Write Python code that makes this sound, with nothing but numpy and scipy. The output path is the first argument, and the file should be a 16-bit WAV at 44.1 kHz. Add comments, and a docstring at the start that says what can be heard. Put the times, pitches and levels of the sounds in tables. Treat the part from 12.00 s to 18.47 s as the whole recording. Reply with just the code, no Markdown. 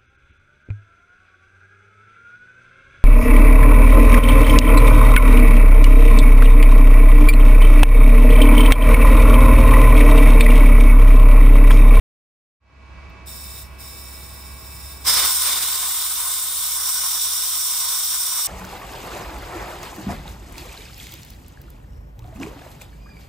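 """A loud jet of gas vents from the top valve of a keg filling stand, indoors: a spluttering roar, then bright hiss.
Before it, gas seeps thinly through the lower valve, and the handle ticks twice; a machine hums in the room.
Gas is shaped noise ringing in pipework, with a fuzzy edge tone in the jet; the machine is a set of wavering sines.
The recorder's slow gain control turns everything down under the jet, so the hum sinks beneath the hiss."""
import sys
import numpy as np
from scipy import signal
from scipy.fft import rfft, irfft
from scipy.io import wavfile
from scipy.ndimage import uniform_filter1d

SR = 44100
rng = np.random.default_rng(int(sys.argv[2]) if len(sys.argv) > 2 else 0)


def dump_mix(stems):
    """Bounce the given channels to the path in sys.argv[1] as a 16-bit WAV at rate SR."""
    frames = np.atleast_2d(stems).T  # one column per channel
    limited = np.clip(frames, -1, 1)  # hard clip at full scale
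    pcm = np.round(limited * 32767).astype(np.int16)
    wavfile.write(sys.argv[1], SR, pcm)


N = 285327
TIME, HZ = np.arange(N) / SR, np.fft.rfftfreq(N, 1 / SR)
JET_OPENS_S = 3.032

# How alike the gas noise is at the two microphones. Each row: frequency in Hz, left-right coherence (0-1).
HISS_LIKENESS = [(200, 0.76), (1000, 0.72), (2400, 0.84), (4000, 0.46), (5500, 0.49), (6800, 0.18),
                 (7400, 1), (15000, 1)]


def jet():
    """The top valve cracks open: low turbulence surges in spurts, then the flow settles into bright hiss."""
    # Flow through the top valve. Each row: time in seconds, level in dB.
    jet_flow = [(3.14, -16), (3.25, -12.5), (3.8, -10.5), (3.93, -10.5), (4.3, -10), (4.53, -11),
                (4.95, -8.5), (5.6, -7.5), (6.45, -7.5)]
    # Spurts before the jet settles. Each row: start, end, attack and release in seconds, strength (0-1).
    spurts = [(3.02, 3.247, 0.016, 0.061, 0.92), (3.4, 3.562, 0.071, 0.34, 0.82)]
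    # Tone of the jet under its resonances. Each row: frequency in Hz, relative level in dB per Hz.
    jet_colour = [(60, -30), (200, -29), (450, -23.5), (800, -17.5), (1400, -7.5), (1750, -14), (2650, -13),
                  (3100, -7), (4500, -12.5), (7000, -3), (9000, 0.5), (11000, -6.5), (13000, -2.5),
                  (15700, -4)]
    # Resonances and notches of the pipe and hose. Each row: frequency in Hz, width in Hz, lift in dB.
    jet_modes = [(829.0, 150.0, 6.2), (1038.0, 108.0, 13.3), (1160.0, 127.0, 5.2), (1504.0, 67.0, 5.4),
                 (1620, 70, -4), (2169.0, 205.0, 3.6), (2670, 50, -6), (3587.0, 231.0, 11.8),
                 (3947.0, 301.0, 8.2), (4160, 90, -5), (4333.0, 136.0, 7.5), (4530, 70, -4),
                 (4711.0, 323.0, 7.3), (5084.0, 103.0, 5.8), (5310, 80, -7), (5566.0, 775.0, 3.0),
                 (5950, 130, -6)]
    # High, sharp resonances of the valve's seat. 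Each row: frequency in Hz, width in Hz, lift in dB.
    seat_modes = [(7268, 112, 14.9), (7431, 75, 6.4), (7580, 128, 10.7), (7758, 92, 10.0),
                  (8065, 134, 10.5), (8311, 165, 4.4), (8663, 74, 7.9), (8798, 113, 2.6), (9383, 108, 7.4),
                  (9553, 63, 6.9), (9746, 113, 10.2), (10144, 73, 6.6), (10515, 71, 6.6), (10850, 200, 4.9),
                  (11239, 103, 8.8), (11576, 119, 11.4), (11891, 76, 7.9), (12045, 120, 9.9),
                  (12313, 114, 13.3), (12556, 50, 5.0), (12752, 184, 6.9), (13365, 61, 7.0),
                  (13705, 59, 4.2), (13916, 74, 7.4), (14278, 82, 4.5), (14500, 90, 5.4), (14820, 165, 8.6),
                  (15250, 200, 6.3), (15556, 141, 7.6)]
    # Broad dull rush of the first spurts. Each row: frequency in Hz, relative level in dB per Hz.
    spurt_colour = [(60, -20), (200, -8.5), (350, -3.5), (650, -0.5), (1300, 1.5), (2300, 3.5),
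                    (3200, -4.5), (5000, -4), (16000, -45)]
    attack_s = 0.047
    pop_at_s, pop_width_s, pop_db = 3.087, 0.017, 2
    roar_top_hz, rush_top_hz = 2390, 6450
    # each low part: its gain in the settled flow, and its lift per unit of surge
    roar_db, roar_lift_db = 0.5, 6
    rush_db, rush_lift_db = 1.43, 5.5
    spurt_db, spurt_lift_db = -29.5, 18  # grows faster than the ringing parts

    level_db, = curves(jet_flow)
    opening = np.clip((TIME - JET_OPENS_S) / attack_s, 0, 1) ** 2
    surge = sum(strength * envelope(*shape) for *shape, strength in spurts)
    splutter_db = flutter(rate_hz=36) * (0.58 + 0.5 * surge)  # a rougher flow while it roars

    # three bands of the same ringing gas
    gas_spectra = turbulence(jet_colour, jet_modes + seat_modes)
    low = below(roar_top_hz)
    low_and_middle = below(rush_top_hz, order=24)
    roar = irfft(gas_spectra * low, N)
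    roar *= from_db(roar_db + roar_lift_db * surge + 1.53 * flutter(rate_hz=11))
    rush = irfft(gas_spectra * (low_and_middle - low), N)
    rush *= from_db(rush_db + rush_lift_db * surge + 0.74 * flutter(rate_hz=8.8))
    fizz = irfft(gas_spectra * (1 - low_and_middle), N)

    spurt = unit(irfft(noise_pair(HISS_LIKENESS) * from_db(spectrum(spurt_colour)), N))
    spurt *= from_db(spurt_db + spurt_lift_db * surge)

    # gas trapped behind the valve pops out first, heard in the treble and the edge tone
    pop = from_db(pop_db * np.exp(-((TIME - pop_at_s) / pop_width_s) ** 2))
    gas = roar + spurt + rush + pop * (fizz + edge_tone())
    return gas * from_db(level_db + splutter_db) * opening


def edge_tone():
    """The valve's gap whistles: a carrier blurred by slow noise, its pitch climbing and settling."""
    # Spells in which it sings out. Each row: start, end, attack and release in seconds, added level in dB.
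    edge_spells = [(3.02, 3.1, .02, 0.19, -6.5), (4.615, 6.5, 0.25, .1, -13.5)]
    start_hz, end_hz, glide_s = 5200, 5600, .35
    rest_db = -15  # its level between the spells
    blur_hz = 407.8  # sets how fuzzy the whistle is

    hz = end_hz + (start_hz - end_hz) * np.exp(-np.maximum(TIME - JET_OPENS_S, 0) / glide_s)
    level = from_db(rest_db) + sum(from_db(db) * envelope(*shape) for *shape, db in edge_spells)
    noise = np.fft.fft(rng.standard_normal((2, N)) + 1j * rng.standard_normal((2, N)))
    shared, own = np.fft.ifft(noise / (1 + (np.fft.fftfreq(N, 1 / SR) / blur_hz) ** 2) ** 1.1)
    # louder on the right
    blur = np.array([0.42 * shared + 1.06 * own, shared]) * from_db([[-3.2], [3.2]])
    carrier = np.exp(2j * np.pi * np.cumsum(hz) / SR)
    return unit((blur * carrier).real) * level


def seep():
    """Thin hiss of gas through the lower valve, nearly choked once as the handle turns."""
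    # Flow as the hand turns the valve. Each row: time in seconds, level in dB.
    seep_flow = [(1.55, -36), (2.15, -39), (2.55, -41.5), (2.9, -37), (3.0, -41.5)]
    # Spells in which gas gets through. Each row: opens in seconds, shuts in seconds.
    seep_spells = [(1.255, 1.624), (1.78, 3.06)]
    # Tone of the seep under its resonances. Each row: frequency in Hz, relative level in dB per Hz.
    seep_colour = [(500, -37), (2800, -15), (4300, -9.5), (6300, -12), (8500, -4.5), (10700, -14.5),
                   (12000, -8), (13600, -6.5), (15700, -1.5)]
    # Resonances of the valve and its fittings. Each row: frequency in Hz, width in Hz, lift in dB.
    seep_modes = [(2941, 219, 4), (3660, 200, 15), (3930, 300, 8), (4794, 127, 9), (5220, 270, 14),
                  (5530, 200, 12.5), (7320, 560, 14), (7769, 80, 10), (8086, 80, 10.5), (8550, 120, -5),
                  (9438, 900, 11), (11275, 94, 8), (11576, 80, 9), (12280, 650, 14), (12762, 80, 9),
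                  (14838, 450, 7)]
    attack_s, release_s, leak_db = 0.026, .035, -16.5

    level_db, = curves(seep_flow)
    opening = sum(envelope(opens, shuts, attack_s, release_s) for opens, shuts in seep_spells)
    # the shut valve still leaks a little until the jet opens
    leak = from_db(leak_db) * envelope(seep_spells[0][0], JET_OPENS_S, attack_s, release_s)
    gas = irfft(turbulence(seep_colour, seep_modes), N)
    return gas * from_db(level_db + 0.62 * flutter(rate_hz=33)) * np.maximum(opening, leak)


def turbulence(colour, modes, echo_db=-5):
    """Spectra of gas noise ringing in pipework, combed by echoes off the steel around it."""
    # Stereo balance of the hiss. Each row: frequency in Hz, left minus right in dB.
    hiss_balance = [(200, -2), (700, -2), (1050, -2), (1400, 0), (2500, 1), (3600, -2.5), (4600, -1.5),
                    (5500, -10.5), (6500, 5.5), (7400, 0.5), (15000, -0.5)]
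    treble_lag_s, wide_above_hz = 0.000215, 7150

    lift_db = sum(db / (1 + (2 * (HZ - hz) / width) ** 2) for hz, width, db in modes)
    delays_s = rng.uniform(.002, .03, size=24)
    echoes = sum(rng.choice([-1, 1]) * np.exp(-2j * np.pi * HZ * delay) for delay in delays_s)
    echoes = echoes / np.sqrt(len(delays_s))
    pair = noise_pair(HISS_LIKENESS) * from_db(spectrum(colour) + lift_db)
    pair *= 1 + from_db(echo_db) * echoes
    pair *= from_db(np.outer([.5, -.5], spectrum(hiss_balance)))
    # the treble reaches the left side a little late, which spreads it wide
    pair[0] *= np.exp(-2j * np.pi * HZ * treble_lag_s * (HZ > wide_above_hz))
    return pair / np.std(irfft(pair, N))


def ticks():
    """Each handle tick is a brief bright scrape of the valve's ball in its seat: decaying band noise."""
    # Each row: time in seconds, starting level in dB, centre frequency in Hz, decay in seconds.
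    tick_rows = [(1.098, -62, 14000, .007), (1.818, -48, 11600, .007)]
    out = np.zeros((2, N))
    for s, db, hz, decay in tick_rows:
        scrape = unit(irfft(noise_pair(HISS_LIKENESS) / (1 + ((HZ - hz) / 1300) ** 2), N))
        out += scrape * from_db(db) * np.exp(-abs(TIME - s) / decay) * (TIME > s)
    return out


def background():
    """A machine drones and whines over the rumble of the room, all fading in."""
    fade_start_s, fade_s, trim_db = 0.6, 0.39, .5
    fade = np.clip((TIME - fade_start_s) / fade_s, 0, 1)
    right_lean = from_db([[-.9], [.9]])
    return (room_air() + machine()) * right_lean * from_db(trim_db) * fade


def machine():
    """The machine's low drone and mains hum stay nearly steady; its thin whine wavers more."""
    # Drone and mains hum. Each row: frequency in Hz, level in dB before the background trim.
    drone = [(66.7, -42), (100, -56.5)]
    # Thin whine. 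Each row: frequency in Hz, level in dB before the background trim.
    whine = [(325.7, -70.5), (651.4, -63), (834.4, -66.5), (976, -64.5), (1077, -60.5), (1125, -62),
             (1448, -67.5), (1628, -64.5), (1954, -65.5), (2279, -58), (2605, -60.5)]
    return tones(drone, waver_db=0.2, drift_rad=0.21) + tones(whine, waver_db=2.0, drift_rad=0.44)


def tones(lines, waver_db, drift_rad):
    """Sine lines that waver slightly in level and phase."""
    total = 0
    for hz, db in lines:
        level = np.sqrt(2) * from_db(db + waver_db * flutter(rate_hz=12.0))
        phase = 2 * np.pi * (hz * TIME + rng.random()) + drift_rad * flutter(rate_hz=6.9)
        total = total + level * np.sin(phase)
    return total


def room_air():
    """The air of the room is soft, rumbling noise, more alike on both sides in the bass."""
    # Tone of the room. Each row: frequency in Hz, relative level in dB per Hz.
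    room_colour = [(20, -35), (45, -4), (65, 1), (90, -6.5), (135, -7), (250, -14.5), (450, -17.5),
                   (750, -20), (1060, -15.5), (1700, -23.5), (2500, -20.5), (3200, -29), (5200, -32.5),
                   (9000, -48), (16000, -64)]
    # Each row: frequency in Hz, left-right coherence (0-1).
    room_likeness = [(60, 0.79), (300, 0.61), (1500, 0.28), (8000, 0.27)]
    air = unit(irfft(noise_pair(room_likeness) * from_db(spectrum(room_colour)), N))
    return from_db(-45) * air


def noise_pair(likeness):
    """Spectra of white noise at two microphones that hear partly the same."""
    a, b = rfft(rng.standard_normal((2, N)))
    same = np.clip(spectrum(likeness), 0, 1)
    return np.array([a, same * a + np.sqrt(1 - same ** 2) * b])


def flutter(rate_hz):
    """Smooth random wandering of rms 1, up to about the given rate."""
    return unit(irfft(rfft(rng.standard_normal(N)) / (1 + (HZ / rate_hz) ** 2), N))


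def envelope(start, end, attack, release):
    """Rises in a straight line, then dies away exponentially after the end; times in seconds."""
    return np.clip((TIME - start) / attack, 0, 1) * np.exp(-np.maximum(TIME - end, 0) / release)


def curves(rows):
    """Each column of a timed table, sample by sample."""
    s, *columns = np.transpose(rows)
    return [np.interp(TIME, s, column) for column in columns]


def spectrum(points):
    """Joins (Hz, value) points on a log-frequency axis."""
    hz, value = np.transpose(points)
    return np.interp(np.log(HZ + 1), np.log(hz + 1), value)


def below(edge_hz, order=10):
    """Gain of a smooth low-pass."""
    return 1 / (1 + (HZ / edge_hz) ** order)


def from_db(db):
    """Decibels to gain."""
    return 10 ** (np.asarray(db) / 20)


def unit(x):
    """Scales to an rms of 1."""
    return x / np.sqrt(np.mean(x ** 2) + 1e-20)


def scene():
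    """Both valves, the handle, the machine and the room."""
    return jet() + seep() + ticks() + background()


def record(dry, threshold_db=-31, slope=0.61, settle_s=0.31):
    """Slow gain control eases the level down under the jet; then a low-pass limits the band."""
    power = uniform_filter1d((dry ** 2).mean(0), size=600)
    power_db = 10 * np.log10(abs(power) + 1e-12)
    wanted_cut_db = slope * np.maximum(power_db - threshold_db, 0)
    keep = np.exp(-1 / (settle_s * SR))
    cut_db = signal.lfilter([1 - keep], [1, -keep], wanted_cut_db)
    low_pass = signal.firwin(511, 15800, window=("kaiser", 9), fs=SR)  # edge in Hz
    return signal.oaconvolve(dry * from_db(-cut_db), low_pass[None], "same")


dry = scene()
out = record(dry)
dump_mix(out)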